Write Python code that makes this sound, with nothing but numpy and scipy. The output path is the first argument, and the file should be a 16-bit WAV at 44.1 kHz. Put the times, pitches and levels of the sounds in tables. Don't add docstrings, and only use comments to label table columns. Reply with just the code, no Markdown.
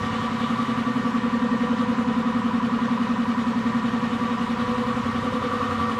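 import sys
import numpy as np
from scipy import signal
from scipy.fft import rfft, irfft, next_fast_len
from scipy.io import wavfile
from scipy.ndimage import uniform_filter1d, map_coordinates

SR = 44100
rng = np.random.default_rng(int(sys.argv[2]) if len(sys.argv) > 2 else 0)


def bounce(signal):
    frames = np.transpose(np.atleast_2d(signal))
    limited = np.clip(frames, -1, 1)
    pcm = np.round(limited * 32767).astype(np.int16)
    wavfile.write(sys.argv[1], SR, pcm)


def natural_amplitude(level_db):
    exponent = np.asarray(level_db, float) / 20
    return 10 ** exponent


N = 264159

TURNS = 10.745


def unit(x):
    return x / np.sqrt(np.mean(x ** 2) + 1e-20)


def curves(rows, t):
    s, *columns = np.transpose(rows)
    return [np.interp(t, s, column) for column in columns]


def filtered(x, response):
    size = next_fast_len(len(x) + SR // 2)
    hz = np.fft.rfftfreq(size, 1 / SR)
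    return irfft(rfft(x, size) * response(hz), size)[:len(x)]


def coloured(points):
    f, db = np.transpose(points)
    shape = lambda hz: natural_amplitude(np.interp(np.log(hz + 1), np.log(f + 1), db))
    return unit(filtered(rng.standard_normal(N), shape))


def resonant(x, peaks):
    def response(f):
        return sum(natural_amplitude(db) * (1j * f * width / (centre * centre - f * f + 1j * f * width)) ** 2
                   for centre, width, db in peaks)
    return filtered(x, response)


def wobble(rate):
    knots = rng.standard_normal(int(N * rate / SR) + 4)
    return map_coordinates(knots, [np.arange(N) * rate / SR])


def even(x, seconds):
    size = round(seconds * SR)
    power = uniform_filter1d(uniform_filter1d(x ** 2, size), size)
    return x / np.sqrt(np.abs(power) + 1e-20)


def patchy(x, patchy_db):
    z = signal.stft(x, nperseg=512)[2]
    field = uniform_filter1d(uniform_filter1d(rng.standard_normal(z.shape), 8, 0), 6, 1)
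    return unit(signal.istft(z * natural_amplitude(patchy_db * unit(field)), nperseg=512)[1][:N])


def crank():
    t = np.arange(N) / SR
    return t, t * TURNS % 1


def swell(name, t):
    # name of the tone or ring, centre in seconds,
    # half length in seconds, rise in dB (negative at a dead spot).
    spots = [("lasting", .25, 0.25, 7.1), ("lasting", 2.23, .9, 6.5), ("lasting", 3.68, 0.44, 5),
             ("lasting", 5.87, 0.21, 8), ("low thud", 0.0, 0.3, 11), ("low thud", 5.1, 0.48, 8),
             ("low thud", 5.75, .2, 9), ("thud", 0.18, 0.78, 9), ("thud", 2.15, 0.44, 6),
             ("thud", 3.95, 0.61, 5), ("thud", 5, .15, -12), ("2nd mode", 1.65, 0.58, 3.5),
             ("2nd mode", 5.1, .07, -6), ("2nd mode", 5.38, 0.47, 5.8), ("3rd mode", 3.6, .3, -4.5),
             ("3rd mode", 5.76, 0.24, 2.6), ("4th mode", 2.87, 0.64, 2.4), ("4th mode", 4.8, 0.19, 3),
             ("head mode", 0.58, 0.38, 3), ("head mode", 4.93, 0.55, 2.4), ("head mode", 5.74, 0.43, 5.1),
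             ("top mode", 1.25, .4, 3.2), ("top mode", 3.7, .2, 4), ("order 9", 4.15, 0.17, 9.8),
             ("order 9", 4.67, 0.21, 9), ("order 9", 5.14, 0.18, 14), ("order 9", 5.72, 0.26, 15.4),
             ("order 12", 0.71, 0.72, 7.7), ("order 12", 2.2, 0.32, -8), ("order 12", 3.5, .6, 3),
             ("order 12", 4.9, 0.44, 3.9), ("order 18", 0.6, 0.47, -7), ("order 18", 1.4, .4, 3.8),
             ("order 18", 2.8, 0.53, 3.3), ("order 18", 5.9, 0.57, -15), ("order 46", 0.0, 0.3, 6.7),
             ("order 46", 1.75, .55, 5), ("order 46", 4.16, 0.29, 9.8), ("order 46", 4.78, 0.24, 13.3),
             ("order 46", 5.53, .3, 12), ("low whine", 0.0, 0.22, 7.6), ("low whine", 0.73, 0.26, 10),
             ("low whine", 1.63, .35, 8.2), ("low whine", 4.35, 0.18, 9.2), ("low whine", 6, 0.88, 7),
             ("high whine", .1, .4, 10.3), ("high whine", 1.0, .25, 6.5), ("high whine", 1.57, .12, 12),
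             ("high whine", 3.95, 0.22, 11.3), ("high whine", 4.86, .35, 7), ("high whine", 5.8, .3, 11)]
    return sum(db * np.exp(-((t - s) / half) ** 2) for who, s, half, db in spots if who == name)


def intake():
    # time in seconds, main mode level in dB,
    # upper mode level in dB (both before gate and wobble), start of the hum in turns.
    hum_path = [(0.14, -26, -30, .28), (0.42, -19.5, -29.5, 0.26), (0.98, -19.5, -21, .18),
                (1.26, -16.5, -24, .17), (1.81, -18, -22, .125), (2.65, -18, -24, .12),
                (3.21, -17.5, -26, 0.12), (3.77, -18.5, -25.5, .118), (4.2, -20, -25.5, .15),
                (4.61, -19, -34, 0.19), (5.17, -21, -26.5, 0.23), (5.44, -24, -24.5, 0.3),
                (5.72, -26, -26, 0.29)]
    t, angle = crank()
    stroke_s = t - (angle - .5) / TURNS
    main_db, upper_db, opens = curves(hum_path, stroke_s)
    late = opens - .2
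    main_hz = 235.6 - 23 * late
    upper_hz = 262.7 + 45.7 * late
    shuts = .95 + .45 * late

    opening_s, closing_s, fade_db_per_s = 0.016, .02, 49.5
    since = (angle - opens) / TURNS
    until_shut = (np.minimum(shuts, 1) - angle) / TURNS
    edge = lambda s: np.sin(np.pi / 2 * np.clip(s, 0, 1)) ** 2
    gate = edge(since / opening_s) * edge(until_shut / closing_s)
    gate *= natural_amplitude(-fade_db_per_s * np.abs(since))

    carrier = 22
    tone = lambda db, hz: natural_amplitude(db) * np.sin(2 * np.pi * (hz * since + carrier * opens))
    lasting_order, lasting_db = 21, -34.5
    lasting = tone(lasting_db + swell("lasting", stroke_s), lasting_order * TURNS)
    hum = gate * (tone(main_db, main_hz) - tone(upper_db, upper_hz)) - lasting
    hum *= natural_amplitude(0.18 * wobble(11))
    return filtered(hum, lambda hz: 1 / (1 + (hz / 285) ** 16))


def knocks(arrives, t60, alike):
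    turns = np.arange(-4, int(N / SR * TURNS) + 1)
    tail = np.arange(SR // 3)
    weight = np.exp(-.5 * ((turns[:, None] - turns) / max(alike, .1)) ** 2)
    weight /= np.linalg.norm(weight, axis=1, keepdims=True)
    echoes = weight @ rng.standard_normal((len(turns), len(tail)))
    echoes *= natural_amplitude(-60 * tail / SR / t60)
    start = ((turns + np.interp(turns / TURNS, *arrives)) / TURNS * SR).astype(int) + SR
    blows = np.bincount(start, natural_amplitude(0.47 * rng.standard_normal(len(turns))), N + 2 * SR)
    echo = np.bincount((start[:, None] + tail).ravel(), echoes.ravel(), N + 2 * SR)
    return unit(blows[SR:SR + N]), unit(echo[SR:SR + N])


def pipe():
    # resonances (centre in Hz, width of one pass in Hz, level in dB),
    # echo t60 in seconds, turns over which the echo stays alike, breath share of the far power (0-1).
    rings = [([(93, 57, 2)], 0.38, 4.6, 0.28), ([(137, 62, 0)], 0.24, 7.2, 0.55), ([(493.8, 59, 1.5),
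             (367, 28.4, -7.5), (398, 36, -17.5), (440, 30, -20.5), (595, 77, -20.5)], 0.51, 4, 0.12),
             ([(744, 45, 0)], 0.71, 3.4, 0.19), ([(991, 49.4, 2), (1029, 29, -1.5)], 0.35, 3.9, 0.4),
             ([(1157.5, 55, -1), (1117.5, 30, -6), (1257.3, 35, -4.5), (1381, 74, -13), (1502, 30, -14.5)],
             1, 3.4, 0.61), ([(1840, 49, -1.5), (1813, 49, -5), (1933, 30, -11)], 0.96, 2.1, 0.81)]
    # name, usual level in dB, arrival of the knock in turns,
    # usual share of power straight from the knock (0-1).
    reach = [("low thud", -46, 0.1007, .2), ("thud", -43.5, .33, .2), ("2nd mode", -39.5, .45, 0.12),
             ("3rd mode", -44.5, .27, 0.2), ("4th mode", -37.5, .95, 0.21), ("head mode", -36, .26, 0.16),
             ("top mode", -46, .78, .1)]
    # name, centre in seconds, half length in seconds,
    # extra share straight from the knock (0-1).
    bare = [("low thud", .3, 1.3, .35), ("thud", .3, 1.6, 0.54), ("4th mode", 0.46, .35, 0.24),
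            ("head mode", 1.35, 0.82, 0.41), ("2nd mode", 1.53, 1.05, 0.6), ("4th mode", 2.88, .85, 0.65),
            ("2nd mode", 3.1, .5, 0.24), ("2nd mode", 4.07, .3, .35), ("4th mode", 5, .25, 0.3),
            ("low thud", 5.7, 1.2, 0.27), ("thud", 5.0, 1, .35), ("2nd mode", 5.9, 0.45, 0.14)]
    # time in seconds, shift in turns.
    slides = [(0, -0.11), (1, 0.033), (2, .14), (3.1, 0.27), (4.2, .02), (5.3, -0.27), (5.99, -.32)]
    t = crank()[0]
    s, shift = np.transpose(slides)
    out = np.zeros(N)
    for (name, level_db, angle, near), (peaks, t60, alike, breath) in zip(reach, rings):
        near = near + sum(share * np.exp(-((t - at) / half) ** 4)
                          for who, at, half, share in bare if who == name)
        near, breath = np.clip(near, 0, 1), np.clip(breath, 0, 1)
        arrives = (s, angle + shift * (name == "2nd mode"))
        blow, echo = (resonant(x, peaks) for x in knocks(arrives, t60, alike))
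        breathing = resonant(rng.standard_normal(N), peaks)
        far = np.sqrt(1 - breath) * echo + np.sqrt(breath) * breathing
        ring = np.sqrt(near) * unit(blow) + np.sqrt(1 - near) * even(far, 2 / TURNS)
        out += natural_amplitude(level_db + swell(name, t)) * ring
    return out


def drone():
    orders = [("order 9", 9), ("order 12", 12), ("order 18", 18), ("order 46", 46)]
    order_db = [-48, -45, -37.5, -44]
    t = crank()[0]
    out = np.zeros(N)
    for (name, order), db in zip(orders, order_db):
        phase = 2 * np.pi * order * TURNS * t + 0.51 * wobble(2.51)
        out += natural_amplitude(db + swell(name, t)) * np.sin(phase)
    return out


def plates():
    # name, frequency in Hz, usual peak level in dB, phase tremble in radians.
    whines = [("low whine", 1156, -41.5, 1.0), ("high whine", 1846, -52, .9)]
    t = crank()[0]
    out = np.zeros(N)
    for name, hz, db, shake in whines:
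        level = natural_amplitude(db + swell(name, t) + 1.7 * wobble(28))
        out += level * np.sin(2 * np.pi * hz * t + shake * wobble(32))
    return out


def air():
    # time in seconds, hiss in dB, fizz relative to the hiss in dB.
    levels = [(0.0, -38.5, -25.5), (0.5, -40, -23), (1.25, -42, -24), (2.62, -42.5, -25),
              (5.34, -40.5, -22.5), (5.99, -40, -22.5)]
    # frequency in Hz, relative density in dB per Hz.
    hiss_spectrum = [(1120, -25.5), (1900, -4.5), (2050, -5), (2700, -13.5), (3000, -7.5), (3210, -10.5),
                     (3800, -12), (4650, -17.5), (7760, -25.5), (9500, -38.5), (12400, -63), (20900, -120)]
    # frequency in Hz, relative density in dB per Hz.
    fizz_spectrum = [(5290, -27), (9000, -3.5), (12900, -13), (15500, -18)]
    # frequency in Hz, relative density in dB per Hz.
    roar_spectrum = [(15, -60), (28, 9.5), (60, 1.5), (150, 8), (250, 10.5), (320, -2.5), (420, 4),
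                     (620, -2.5), (870, 1.5), (1400, 3), (1700, -1.5), (2100, -11.5), (2600, -6),
                     (4000, -57)]
    # centre in Hz, width of one pass in Hz, level in dB.
    cavity_peaks = [(2294, 80, 2), (2570, 53, -7), (2934, 330, 0), (3350, 145, -2), (3680, 240, -3.5),
                    (4280, 270, -10.5)]
    t, angle = crank()
    hiss_db, fizz_db = curves(levels, t)
    stroke = np.cos(2 * np.pi * (angle - .55))
    flare_db = 7.5 * np.exp(-((t - 0.448) / .05) ** 2)
    cavities = unit(resonant(rng.standard_normal(N), cavity_peaks))
    jet = coloured(hiss_spectrum) + natural_amplitude(-6 + flare_db + 2.3 * stroke) * cavities
    hiss = natural_amplitude(hiss_db + 0.53 * stroke + 0.4 * wobble(30)) * patchy(jet, patchy_db=1.22)
    fizz = patchy(coloured(fizz_spectrum), patchy_db=1.5)
    fizz *= natural_amplitude(hiss_db + fizz_db + 1.2 * stroke + .9 * wobble(22))
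    roar = natural_amplitude(-34.5 + 0.73 * stroke) * patchy(coloured(roar_spectrum), patchy_db=0.6)
    return hiss + fizz + roar


def scene():
    return (intake() + pipe() + drone() + plates() + air())[None]


def low_pass(x):
    return signal.sosfilt(signal.butter(12, 15630, fs=SR, output="sos"), x)


def record(dry):
    thin = filtered(dry[0], lambda hz: (1j * hz / (45 + 1j * hz)) ** 2)
    return low_pass(thin[None])


dry = scene()
out = record(dry)
bounce(out)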